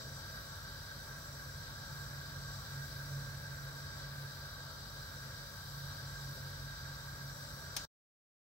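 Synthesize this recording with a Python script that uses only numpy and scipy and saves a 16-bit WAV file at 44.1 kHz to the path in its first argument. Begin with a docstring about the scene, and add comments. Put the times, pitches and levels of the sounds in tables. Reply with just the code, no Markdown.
"""A gas burner hisses under a soup pot, heard by two microphone ports just above it in a small tiled kitchen.
The jet is shaped noise plus noise rung through the air modes of burner tube, pot gap and worktop corner.
The flame adds low rumbling noise; one sharp metal tick, noise bursts and short rings, comes near the end.
A motor somewhere near drones as sines locked to its turns, beside a faint drifting whine.
The sound then stops abruptly and silence follows."""
import sys
import numpy as np
from scipy import signal
from scipy.fft import rfft, irfft, next_fast_len
from scipy.io import wavfile
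from scipy.ndimage import uniform_filter1d

SR = 44100
rng = np.random.default_rng(int(sys.argv[2]) if len(sys.argv) > 2 else 0)


def put_to_file(sound):
    """Save the sound as 16-bit audio at rate SR, in the file named by the first command-line argument."""
    columns = np.atleast_2d(sound).T  # one column per channel
    safe = np.clip(columns, -1, 1)
    whole_steps = np.round(safe * 32767)
    wavfile.write(sys.argv[1], SR, whole_steps.astype(np.int16))


N = 370861

# Broad gas hiss before flow and flicker. Each row: frequency in Hz, left and right level in dB per Hz,
# likeness of the ports 0-1.
HISS_SPECTRUM = [(205, -84.5, -81, 0.85), (353, -90.5, -94, 0.8), (705, -90.5, -91.5, 0.71),
                 (1400.0, -99, -106, 0.2), (2130, -97.5, -106, 0.2), (2790, -104, -101, 0.3),
                 (3560, -118, -95.5, 0.1), (5140, -107, -101.5, 0.25), (6160, -99, -101, 0.2),
                 (8800.0, -103, -106, 0.1), (11300, -107, -112, 0.25), (12000, -112, -99, 0.25),
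                 (14600.0, -101, -101, 0.2), (15700.0, -97, -98, 0.25)]
# Air modes of burner tube, pot gap and worktop corner. Each row: frequency in Hz, half-power width in Hz,
# left and right peak level in dB per Hz before flow and flicker, left lead in radians, likeness 0-1.
AIR_MODES = [(406, 27.0, -94, -85.5, -1.5, 0.83), (518, 27.0, -86, -87.5, -0.5, 1),
             (575, 33.0, -83, -88, -0.6, 0.95), (650, 50, -95, -95, 0, 0.9),
             (794, 54, -106, -93, 2.4, 0.45), (873, 43, -85.5, -114, 2.5, 0.5),
             (941, 43, -88.5, -82.5, -2.34, 0.85), (1019, 67, -91, -101, 2.05, 0.55),
             (1119, 83, -84.5, -87.5, 1.2, 0.95), (1236, 110.0, -84, -87, 1.47, 0.85),
             (1355, 45, -81, -113, 1.4, 0.85), (1444, 102, -106, -80.5, 4.5, 0.85),
             (1546.5, 60, -77.5, -80, 1.37, 0.96), (1613, 63, -81.5, -73.5, 0.92, 0.95),
             (1760, 35, -98.5, -94, 2.5, 0.5), (1913, 142, -90, -86.5, 3, 0.75),
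             (2292, 100, -120, -92.5, 1.5, 0.7), (3280, 415, -93.5, -109, 1.5, 0.4),
             (3520, 44, -90, -103, 1.5, 0.3), (3833, 127, -87, -82, 2.5, 0.3),
             (4070, 290, -85, -92.5, 1.45, 0.4), (4520, 270, -88.5, -91, -2.05, 0.8),
             (4760, 236, -81.5, -90, -1.43, 0.9), (5210, 120, -93.5, -102, -1, 0.6),
             (5668, 220, -83.5, -85.5, 2, 0.35), (6097, 99, -88.5, -102, 1.1, 0.45),
             (7620, 440, -99.5, -93.5, 1, 0.65), (7564, 47, -86, -90.5, 0.8, 0.93),
             (8210, 280, -95.5, -99, 2, 0.35), (9580, 170, -110, -103, -7.5, 0.6),
             (9900, 1500, -99, -123, 3.5, 0.35), (12860, 1000, -93.5, -102, 2.5, 0.1),
             (15600, 150, -99.5, -110, -0.5, 0.4)]
# Flame rumble before flow. Each row: frequency in Hz, level in dB per Hz.
RUMBLE_SPECTRUM = [(20, -100), (34, -95.5), (44, -80), (52, -74.5), (65, -75), (105, -71), (120, -77.5),
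                   (132, -72), (150, -77.5), (168, -78), (192, -91.5), (300, -100), (800, -140)]
# Flame size and gas flow. Each row: time in seconds, rumble gain in dB, hiss gain in dB.
FLOW_CURVE = [(0, 1, 1), (1, -1, 0), (2, 2, 0), (3, 2.5, 0.5), (4, 0.5, 0.5), (4.5, -1.5, 0), (5, 0, 0),
              (6, 1.5, 0.5), (6.7, 1, 0), (7.7, 0.5, 0.5)]
# Metal tick. Each row: start in seconds, level in dB, left minus right in dB.
TICKS = [(7.7647, -26, 3.5)]
# Rings of the tick. Each row: frequency in Hz, amplitude in dB re the tick level, T60 in seconds.
TICK_MODES = [(3280, -18, .04), (4270, -12, .04), (5416, -9, .05), (5900, -10.5, .04), (6300, -14, .08),
              (8820, -16.5, 0.048), (10800, -23, 0.033)]
# Third-order motor drone before flicker and pan. Each row: time in seconds, RMS level in dB.
DRONE_CURVE = [(0, -60), (1.1, -60), (1.6, -54.5), (1.8, -57.5), (1.97, -49), (2.12, -53), (2.3, -47.5),
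               (2.65, -55.5), (2.79, -45), (2.9, -55), (3.18, -45), (3.4, -52.5), (3.7, -46.5), (3.92, -54),
               (4.28, -50.5), (4.45, -61.5), (5.15, -55.5), (5.5, -60), (5.86, -47), (5.98, -56),
               (6.1, -49), (6.9, -52.5), (7.3, -52.5), (7.85, -61.5)]
# Other motor tones before wander. Each row: multiple of the turn rate, RMS level in dB.
MOTOR_ORDERS = [(1, -69.5), (2, -63.5)]
# Steady-pitch tones near the motor's, before wander. Each row: frequency in Hz, RMS level in dB.
NEIGHBOUR_TONES = [(49.2, -63), (135.5, -63)]
# Thin wandering whine. Each row: time in seconds, frequency in Hz, RMS level in dB.
WHINE_CURVE = [(0, 644, -71), (.6, 647, -74), (1.5, 655, -73), (2.7, 657, -74), (3.1, 652, -73),
               (3.55, 655, -73), (3.95, 643, -70), (4.4, 646, -68), (4.9, 650, -71), (5.2, 655, -73),
               (6.6, 652, -73), (7.85, 652, -75)]

FLICKER_EDGES_HZ = [0, 700, 1400, 2800, 5200, 8500, SR]
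ECHO_DB, ECHO_T60_S = -9, .1
RUMBLE_LIKENESS = 0.94
# tick parts: gains re the tick level, before band-pass
CRACK_DB, CRACK_T60_S = -1.5, 0.046
SNAP_DB, SNAP_T60_S, SNAP_PAN_DB = -4, 0.037, 5.5
KNOCK_DB, KNOCK_T60_S = -6.5, .14
TAIL_DB, TAIL_T60_S = -8, 0.31
TICK_RISE_S = 0.00092
MOTOR_HZ, MOTOR_WAVER_HZ = 46.8, .15
DRONE_PAN_DB, DRONE_FLICKER_DB, DRONE_FLICKER_PER_S = -2.2, 1.5, 12
STOP_S, STOP_FADE_S, STOP_TRAIL_DB, STOP_TRAIL_S = 7.852, .0015, -14.5, 0.027
TOP_HZ = 15750

TIME_S = np.arange(N) / SR
SIZE = next_fast_len(N)
HZ = np.maximum(np.arange(SIZE // 2 + 1) * SR / SIZE, 1)


def undb(db):
    """Amplitude gain of a level in dB."""
    return 10 ** (np.asarray(db) / 20)


def split_pan(pan_db):
    """Gains of left and right for a left-minus-right difference in dB."""
    return undb([[pan_db / 2], [-pan_db / 2]])


def on_hz(points_hz, values):
    """A spectrum joined by straight lines on a log-frequency axis."""
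    return np.interp(np.log(HZ), np.log(points_hz), values)


def noise():
    """Spectrum of white noise at 0 dB per Hz."""
    parts = rng.standard_normal((len(HZ), 2))
    return parts @ np.array([1, 1j]) * np.sqrt(SIZE * SR) / 2


def pair(likeness):
    """Spectra of two noises with the given correlation, from a mid and a side noise."""
    like = np.clip(likeness, 0, 1)
    mid = noise() * np.sqrt((1 + like) / 2)
    side = noise() * np.sqrt((1 - like) / 2)
    return np.array([mid + side, mid - side])


def walk(rate_per_s):
    """Random levels, each held for 1 / rate, smoothed twice; standard deviation 1."""
    hold = int(SR / rate_per_s)
    steps = np.repeat(rng.standard_normal(N // hold + 1), hold)
    smooth = uniform_filter1d(uniform_filter1d(steps, hold), hold)[:N]
    return smooth / np.std(smooth)


def decay(t_s, t60_s):
    """Exponential decay: 60 dB down after t60_s."""
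    return np.exp(-np.log(1000) * t_s / t60_s)


def hiss(flow_db):
    """Turbulent gas jet: broad noise and the air modes it rings; bands of the sum flicker independently."""
    hz, left_db, right_db, likeness = np.transpose(HISS_SPECTRUM)
    low_cut = np.clip(HZ / hz[0], 0, 1) ** 4
    levels_db = [on_hz(hz, left_db), on_hz(hz, right_db)]
    spectrum = pair(on_hz(hz, likeness)) * undb(levels_db) * low_cut
    for mode_hz, width_hz, mode_left_db, mode_right_db, lead_rad, alike in AIR_MODES:
        # two equal resonances in cascade: steep skirts
        resonance = 1 / (1 + .64j * (HZ ** 2 - mode_hz ** 2) / (HZ * width_hz)) ** 2
        port_gains = np.array([[undb(mode_left_db) * np.exp(1j * lead_rad)], [undb(mode_right_db)]])
        spectrum += pair(alike) * resonance * port_gains
    spectrum *= echoes()
    out = 0
    for low_hz, high_hz in zip(FLICKER_EDGES_HZ, FLICKER_EDGES_HZ[1:]):
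        in_band = (HZ > low_hz) & (HZ <= high_hz)
        band = irfft(spectrum * in_band, SIZE)[:, :N]
        flicker_db = 0.69 * walk(4) + .5 * walk(25)
        out = out + band * undb(flicker_db)
    return out * undb(flow_db)


def echoes():
    """Response of pot, tiles and worktop at each port: direct sound and a dense decaying tail."""
    t = np.arange(SR // 5) / SR
    tail = rng.standard_normal((2, len(t))) * decay(t, ECHO_T60_S) * (t > .001)
    tail *= undb(ECHO_DB) / np.sqrt(np.sum(tail ** 2, axis=1, keepdims=True))
    # keep the expected power unchanged
    return (1 + rfft(tail, SIZE)) / np.sqrt(1 + undb(2 * ECHO_DB))


def flame(rumble_db):
    """Unsteady burning: low-frequency noise, nearly the same at both ports."""
    hz, db = np.transpose(RUMBLE_SPECTRUM)
    spectrum = pair(RUMBLE_LIKENESS) * undb(on_hz(hz, db))
    return irfft(spectrum, SIZE)[:, :N] * undb(rumble_db)


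def burst(t_s, low_hz, high_hz, gain_db, t60_s):
    """Decaying band of noise, independent at each port."""
    bandpass = signal.butter(2, [low_hz, high_hz], "bandpass", fs=SR, output="sos")
    rough = signal.sosfilt(bandpass, rng.standard_normal((2, len(t_s))))
    return undb(gain_db) * decay(t_s, t60_s) * rough


def ticks():
    """Hard metal contact: crack, airy snap, dull knock, tile tail and rings with separate phases per port."""
    out = np.zeros((2, N))
    t = np.arange(SR // 4) / SR
    for start_s, level_db, pan_db in TICKS:
        sound = burst(t, 2300, 6800, CRACK_DB, CRACK_T60_S)
        sound += burst(t, 7700, 15000, SNAP_DB, SNAP_T60_S) * split_pan(SNAP_PAN_DB)
        sound += burst(t, 400, 2600, KNOCK_DB, KNOCK_T60_S)
        sound += burst(t, 3600, 6600, TAIL_DB, TAIL_T60_S)
        for hz, db, t60_s in TICK_MODES:
            phase_turns = rng.random((2, 1))
            sound += undb(db) * decay(t, t60_s) * np.sin(2 * np.pi * (hz * t + phase_turns))
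        rise = 1 - np.exp(-t / TICK_RISE_S)
        sound *= rise * undb(level_db) * split_pan(pan_db)
        start = int(start_s * SR)
        out[:, start:start + len(t)] += sound
    return out


def motor():
    """Motor, likely a fridge: low orders hum, the third swells and flickers; two near tones beat with them."""
    turn_rad = 2 * np.pi * np.cumsum(MOTOR_HZ + MOTOR_WAVER_HZ * walk(14)) / SR
    s, level_db = np.transpose(DRONE_CURVE)
    flicker_db = DRONE_FLICKER_DB * walk(DRONE_FLICKER_PER_S)
    drone = np.sin(3 * turn_rad) * undb(np.interp(TIME_S, s, level_db) + flicker_db)
    hum = np.zeros(N)
    for order, db in MOTOR_ORDERS:
        hum += np.sin(order * turn_rad) * undb(db + 1.3 * walk(6))
    for hz, db in NEIGHBOUR_TONES:
        tone = np.sin(2 * np.pi * (hz * TIME_S + rng.random()))
        hum += tone * undb(db + 2.1 * walk(3))
    return np.sqrt(2) * (hum + drone * split_pan(DRONE_PAN_DB))


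def whine():
    """A thin sine whose pitch and level drift, the same at both ports."""
    s, hz, db = np.transpose(WHINE_CURVE)
    phase_rad = 2 * np.pi * np.cumsum(np.interp(TIME_S, s, hz)) / SR
    return np.sqrt(2) * np.sin(phase_rad) * undb(np.interp(TIME_S, s, db))


def scene():
    """Sum of gas hiss, flame, tick, motor and whine."""
    s, rumble_points_db, hiss_points_db = np.transpose(FLOW_CURVE)
    rumble_db = np.interp(TIME_S, s, rumble_points_db)
    flow_db = np.interp(TIME_S, s, hiss_points_db)
    return hiss(flow_db) + flame(rumble_db) + ticks() + motor() + whine()


def record(dry):
    """The sound stops short, trails faintly for a moment, then silence; a steep low-pass cuts the top."""
    stop = np.clip((STOP_S - TIME_S) / STOP_FADE_S + 1, 0, 1) ** 2
    trail = undb(STOP_TRAIL_DB) * np.clip((STOP_S - TIME_S) / STOP_TRAIL_S + 1, 0, 1) ** 2
    lowpass = signal.ellip(14, .2, 80, TOP_HZ, fs=SR, output="sos")
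    return signal.sosfilt(lowpass, dry * np.maximum(stop, trail))


dry = scene()
out = record(dry)
put_to_file(out)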